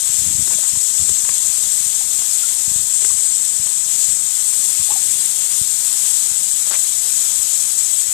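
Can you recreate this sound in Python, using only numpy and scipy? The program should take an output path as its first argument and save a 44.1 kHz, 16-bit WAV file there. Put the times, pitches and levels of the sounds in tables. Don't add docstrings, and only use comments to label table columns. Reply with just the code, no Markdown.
import sys
import numpy as np
from scipy import signal
from scipy.io import wavfile
from scipy.ndimage import uniform_filter1d

SR = 44100
rng = np.random.default_rng(int(sys.argv[2]) if len(sys.argv) > 2 else 0)


def level_to_linear(level):
    exponent = np.asarray(level, float) / 20
    return 10 ** exponent


def master(y):
    cut = np.clip(np.atleast_2d(y).T, -1, 1)
    pcm = np.round(cut * 32767)
    wavfile.write(sys.argv[1], SR, pcm.astype(np.int16))


N = 358512


def evened(x):
    return x / np.sqrt(np.mean(x ** 2) + 1e-20)


def read(points, hz):
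    f, value = np.transpose(points)
    return np.interp(np.log(hz + 1), np.log(f + 1), value)


def add(mix, s, sound):
    part = mix[max(round(s * SR), 0):][:len(sound)]
    part += sound[:len(part)]


def noise(magnitude, size):
    z = rng.standard_normal((magnitude.shape[1], magnitude.shape[0], 2)).T
    spectra = (z[0] + 1j * z[1]) * magnitude * np.sqrt(1.5 * SR / size)
    return signal.istft(spectra, nperseg=size, noverlap=size * 3 // 4)[1][:N]


def grid(size):
    frames = np.arange(N * 4 // size + 5)
    return np.fft.rfftfreq(size, 1 / SR)[:, None], frames * size / 4 / SR


def in_band(shape, hz, lo_hz, hi_hz):
    inside = (hz > lo_hz) & (hz < hi_hz)
    return shape / np.sqrt((shape ** 2 * inside).sum(0) * hz[1])


def band_pass(x, lo_hz, hi_hz):
    return signal.lfilter(*signal.butter(2, [lo_hz, hi_hz], "band", fs=SR), x)


def flutter(rate):
    pole = np.exp(-2 * np.pi * rate / SR)
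    return evened(signal.lfilter([1], [1, -pole], rng.standard_normal(N)))


# (frequency [Hz], level [dB per Hz])
AMPLIFIER_COLOUR = [(26, -5), (61, 8), (151, 16), (351, 19.5), (801, 16.5), (1710, 13), (2610, 8.5),
                    (4600, 5.5), (6010, 1), (7800, 9), (10100, -4), (14400, -8)]
# (time [s], length [s], pitch [Hz], level [dB])
MEMORY_BUZZES = [(2.503, .19, 182.6, -53), (2.70, .14, 292.7, -54), (3.203, .18, 184.7, -55),
                 (6.005, .19, 183.0, -51), (6.733, .19, 183.7, -53)]
# (frequency [Hz], level [dB])
BUZZ_SPECTRUM = [(151, .1), (551, -2.1), (1010, -7.1), (1410, -14.1), (1760, -7.1), (2260, .1),
                 (2610, -3.1), (3010, -18), (4900, -24)]


def dead_input():
    hz, frames = grid(size=512)
    hiss = level_to_linear(-55.0) * evened(noise(level_to_linear(read(AMPLIFIER_COLOUR, hz)) + 0 * frames, size=512))
    t = np.arange(N) / SR
    pictures_per_s = 15.002
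    picture = t * pictures_per_s
    ms = (picture % 1) / pictures_per_s * 1000
    strength = level_to_linear(2 * rng.standard_normal(200))[picture.astype(int)]
    swell = 1.5 * ms / 3.5 * np.exp(1 - ms / 3.5)
    kick = level_to_linear(-61) * (ms - 3.2) * np.exp(-((ms - 3.2) / 1.8) ** 2)
    out = hiss * np.sqrt(1 + (strength * swell) ** 2) + kick
    for s, length, f, db in MEMORY_BUZZES:
        u = np.arange(0, length, 1 / SR)
        k = np.arange(1, int(5000 / f))[:, None]
        harmonics = level_to_linear(read(BUZZ_SPECTRUM, k * f)) * np.cos(2 * np.pi * k * f * u + 0.33 * k)
        add(out, s, level_to_linear(db) * evened(harmonics.sum(0)) * signal.windows.tukey(len(u), .06))
    return out


# (time [s], level [dB])
BREEZE = [(0.1, -57), (0.27, -45.5), (0.5, -50), (0.77, -61.5), (1.05, -49.5), (1.4, -56), (3, -58),
          (6, -57), (7.8, -59)]
# (time of peak [s], level [dB], frequency [Hz])
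AIR_PUFFS = [(0.195, -33, 91), (0.22, -30, 111), (0.265, -30, 161), (0.276, -29, 148), (0.288, -30, 118),
             (0.33, -34, 117), (0.35, -27, 108), (0.385, -29, 143), (0.395, -26, 170), (0.407, -31, 178),
             (0.424, -28, 120), (0.736, -33, 134), (0.773, -31, 129), (1.0, -29, 114), (1.013, -30, 115),
             (1.025, -30, 110), (1.102, -31, 109), (1.116, -30, 118), (1.238, -37, 112), (2.68, -29, 132),
             (2.716, -32, 147), (2.76, -29, 129), (2.797, -36, 115), (3.598, -31, 119), (4.088, -34, 104),
             (4.129, -37, 127), (4.8, -32, 124), (4.814, -35, 122), (5.615, -26, 126), (6.314, -37, 128)]
STRAY_EDDIES = [.07, .098, .149, .185, .306, .371, .505, .724, .763, 1.081, 1.3, 1.495, 1.807, 1.864, 2.19,
                2.695, 2.788, 2.812, 2.83, 2.843, 3.113, 3.15, 3.663, 4.102, 4.921, 5.091, 5.157, 7.382,
                7.396, 8.09]


def wind():
    hz, t = grid(size=1024)
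    bass_cut = (hz / 65) ** 3 / (1 + (hz / 65) ** 3)
    shape = bass_cut / np.sqrt(1 + (hz / 210) ** 6)
    level_db = np.interp(t, *np.transpose(BREEZE))
    rumble = noise(in_band(shape, hz, 40, 250) * level_to_linear(level_db), size=1024)
    rumble = rumble * level_to_linear(3.0 * flutter(10.0))
    eddy_db, eddy_hz = -40, 114
    puffs, u = np.zeros(N), np.arange(-.01, .01, 1 / SR)
    for s, db, f in AIR_PUFFS + [(s, eddy_db, eddy_hz) for s in STRAY_EDDIES]:
        add(puffs, s - .01, -level_to_linear(db + 4) * np.exp(-(4.7 * f * u) ** 2))
    return rumble + signal.lfilter(*signal.butter(3, 62., "high", fs=SR), puffs)


# (time [s], peak level [dB], frequency [Hz], share of wide snap [0-1])
PAW_KNOCKS = [(0.476, -23, 350, 0.65), (0.506, -24, 930, 0.42), (.52, -31, 523, .2),
              (0.537, -20.5, 2330, 0.54), (0.54, -33, 355, .1), (.585, -25, 614, 0.33),
              (.63, -33.5, 830, 0), (0.646, -30, 1400, 0.55), (.755, -26, 1000, 0.62),
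              (1.092, -21.5, 410, 0.55), (1.25, -22, 980, 0.62), (1.291, -19, 1070, 0.59),
              (1.29, -17.5, 2380, 0.74), (2.01, -26, 810, 0.41), (2.22, -27, 700, 0.67),
              (3.022, -25, 412, 0.7), (3.046, -19, 410, 0.72), (3.047, -30, 1550, .1),
              (3.046, -31, 2120, 0.046), (3.104, -28, 1100, 0.027), (3.67, -22, 3170, 0.44),
              (4.888, -30.5, 760, .1), (4.915, -30, 380, 0.4), (4.918, -24, 1100, 0.22)]
# (time [s], peak level [dB], frequency [Hz], share of wide snap [0-1])
LONG_RINGS = [
    (2.434, -30, 1400, 0.2),
    (4.904, -19.5, 855, 0.34),
    (4.932, -33, 930, 0.24),
    (4.956, -27, 773, 0.17),
]
# (time [s], length [s], level [dB], low edge [Hz], high edge [Hz])
PAW_SKIDS = [(6.655, .05, -41, 350, 2200), (6.698, .035, -37, 320, 1100), (6.715, .065, -38, 500, 1800),
             (6.695, .09, -36, 1200, 2700), (6.68, .11, -37, 3300, 4600), (.49, .07, -43, 300, 2500),
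             (.62, .06, -43, 800, 2000)]


def dog():
    out, t = np.zeros(N), np.arange(6000) / SR
    hits = [(*k, .036 * (k[2] / 1000) ** -0.1) for k in PAW_KNOCKS]
    hits += [(*c, .085) for c in LONG_RINGS]
    for s, db, f, snap, t60 in hits:
        ring = np.sin(2 * np.pi * f * t) * level_to_linear(-60 * t / t60) * (1 - np.exp(-t / 0.0012))
        crack = band_pass(rng.standard_normal(len(t)), 500, 6000) * level_to_linear(-60 * t / .02)
        add(out, s, level_to_linear(db) * ((1 - snap) * ring + 1.5 * snap * crack))
    for s, length, db, lo_hz, hi_hz in PAW_SKIDS:
        grit, lumps = rng.standard_normal((2, len(t)))
        grains = grit * level_to_linear(4 * evened(uniform_filter1d(lumps, size=150)))
        scrape = evened(band_pass(grains, lo_hz, hi_hz))[:int(length * SR)]
        add(out, s, level_to_linear(db) * scrape * signal.windows.tukey(len(scrape), .85))
    return out


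# (start [s], end [s], first delay [ms], last delay [ms], share reflected [0-1])
HAND_GRIPS = [
    (-.3, 4.3, 2.2, 2.38, .1),
    (.9, 3.6, 1.2, 1.2, .1),
    (4.4, 5.98, 1.45, 1.455, .36),
    (6.0, 8.4, 1.253, 1.266, .42),
]


def hand(hz, t):
    comb = 1
    regrip_s = 0.27
    for start, end, first, last, share in HAND_GRIPS:
        held = np.clip(np.minimum(t - start, end - t) / regrip_s, 0, 1)
        mirror = share * held * np.exp(-((hz - 6900) / 3000) ** 2)
        delay_s = np.interp(t, [start, end], [first, last]) / 1000
        turn = np.exp(-2j * np.pi * hz * delay_s)
        comb = comb * (1 + mirror * turn) / np.sqrt(1 + mirror ** 2)
    return comb


# (time [s], nearness of the nozzle [dB], whistle [Hz], how far the mist faces the microphone [dB])
JET_AIM = [(0.0, -20, 7740, -13), (1.0, -18.5, 7730, -15.5), (2.03, -20, 7770, -12.5),
           (2.76, -20, 7730, -13), (3.08, -17.5, 7900, -17.5), (3.69, -20.5, 7800, -15),
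           (4.03, -18, 7700, -14), (4.12, -18.5, 7880, -16.5), (4.26, -20.5, 7760, -14),
           (4.4, -19, 7920, -13.5), (5.48, -20.5, 7880, -12), (5.6, -18, 7870, -12),
           (5.81, -20.5, 7760, -11.5), (6.17, -19, 7850, -11.5), (6.3, -19.5, 7880, -13.5),
           (7.1, -20, 7750, -12), (8.0, -19.5, 7800, -13.5), (8.13, -21.5, 7720, -12.5)]
# (frequency [Hz], level [dB per Hz])
SPRAY_COLOUR = [(31, -42), (101, -10), (201, -13), (335, -12), (1060, -6), (1310, -7), (2620, -2.5),
                (3020, -0.5), (3360, 4), (4810, 1.5), (7010, -9), (10010, -26), (14300, -32)]
# (frequency [Hz], level [dB per Hz])
MIST_COLOUR = [(3200, -58), (5200, 1.5), (6200, -6.5), (9200, 9.5), (11200, 6), (14300, 2)]


def jet():
    hz, t = grid(size=512)
    s, *columns = np.transpose(JET_AIM)
    whistle_db, centre, facing_db = (np.interp(t, s, c) for c in columns)
    mist_db = whistle_db + facing_db
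    spray_db = whistle_db - 17.5 + 0.72 * (facing_db + 14)
    width = 1650. + 102.0 * (mist_db + 36)
    whistle_db, spray_db, mist_db = whistle_db - .3, spray_db - .8, mist_db - .9
    spray_db = -37.5 + (spray_db + 37.5) * np.clip(hz / 4000, .4, 1)

    whistle = 1 / (1 + (2 * (hz - centre) / width) ** 2) * np.minimum(hz / 5500, 1) ** 2
    whistle /= np.sqrt(1 + 0.42 * np.clip((hz - 8800) / 700, 0, 1))
    spray = level_to_linear(read(SPRAY_COLOUR, hz))
    mist = level_to_linear(read(MIST_COLOUR, hz))
    power = (level_to_linear(whistle_db) * in_band(whistle, hz, 6000, 9500)) ** 2
    power += (level_to_linear(spray_db) * in_band(spray, hz, 2500, 5000)) ** 2
    power += (level_to_linear(mist_db) * in_band(mist, hz, 10500, 14000)) ** 2

    patches = rng.standard_normal((len(t), len(hz))).T
    patches = uniform_filter1d(patches, size=14, axis=0)
    patches = evened(uniform_filter1d(patches, size=12, axis=1))
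    hiss = noise(np.sqrt(power) * hand(hz, t) * level_to_linear(0.81 * patches), size=512)
    sway_db = .5 * flutter(2)
    slugs_db = 0.25 * flutter(25.0) + 0.69 * flutter(107.0)
    return hiss * level_to_linear(sway_db + slugs_db)


def scene():
    left_db = 6.02
    return np.array([level_to_linear(left_db) * (jet() + wind() + dog()), dead_input()])


# (low edge [Hz], high edge [Hz], drop-out level re usual [dB], width [bins], length [frames])
WEAK_BANDS = [(2100, 3250, -3.5, 3, 2), (2900, 14200, -1.3, 7, 3)]


def starve(x, lo_hz, hi_hz, under_db, wide, long):
    hz, t, z = signal.stft(x, SR, nperseg=2048, noverlap=1024)
    power = uniform_filter1d(abs(z) ** 2, size=wide, axis=0)
    power = uniform_filter1d(power, size=long, axis=1)
    weak = power < level_to_linear(2 * under_db) * uniform_filter1d(power, size=25, axis=1)
    weak &= ((hz > lo_hz) & (hz < hi_hz))[:, None]
    return signal.istft(z * np.where(weak, .03, 1), SR, nperseg=2048, noverlap=1024)[1][:N]


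def roll_off(x):
    return signal.sosfilt(signal.butter(12, 14410, fs=SR, output="sos"), x)


def record(dry):
    leak_db, dull = -51, .5
    leak = level_to_linear(leak_db) * signal.lfilter([1, dull], [1 + dull], dry[0])
    edge = signal.firwin(1501, 14215, window=("kaiser", 9), fs=SR)
    limited = signal.oaconvolve(np.array([dry[0], dry[1] + leak]), edge[None], "same")
    mix = np.array([starve(v, *band) for v, band in zip(limited, WEAK_BANDS)])
    return roll_off(mix)


dry = scene()
out = record(dry)
master(out)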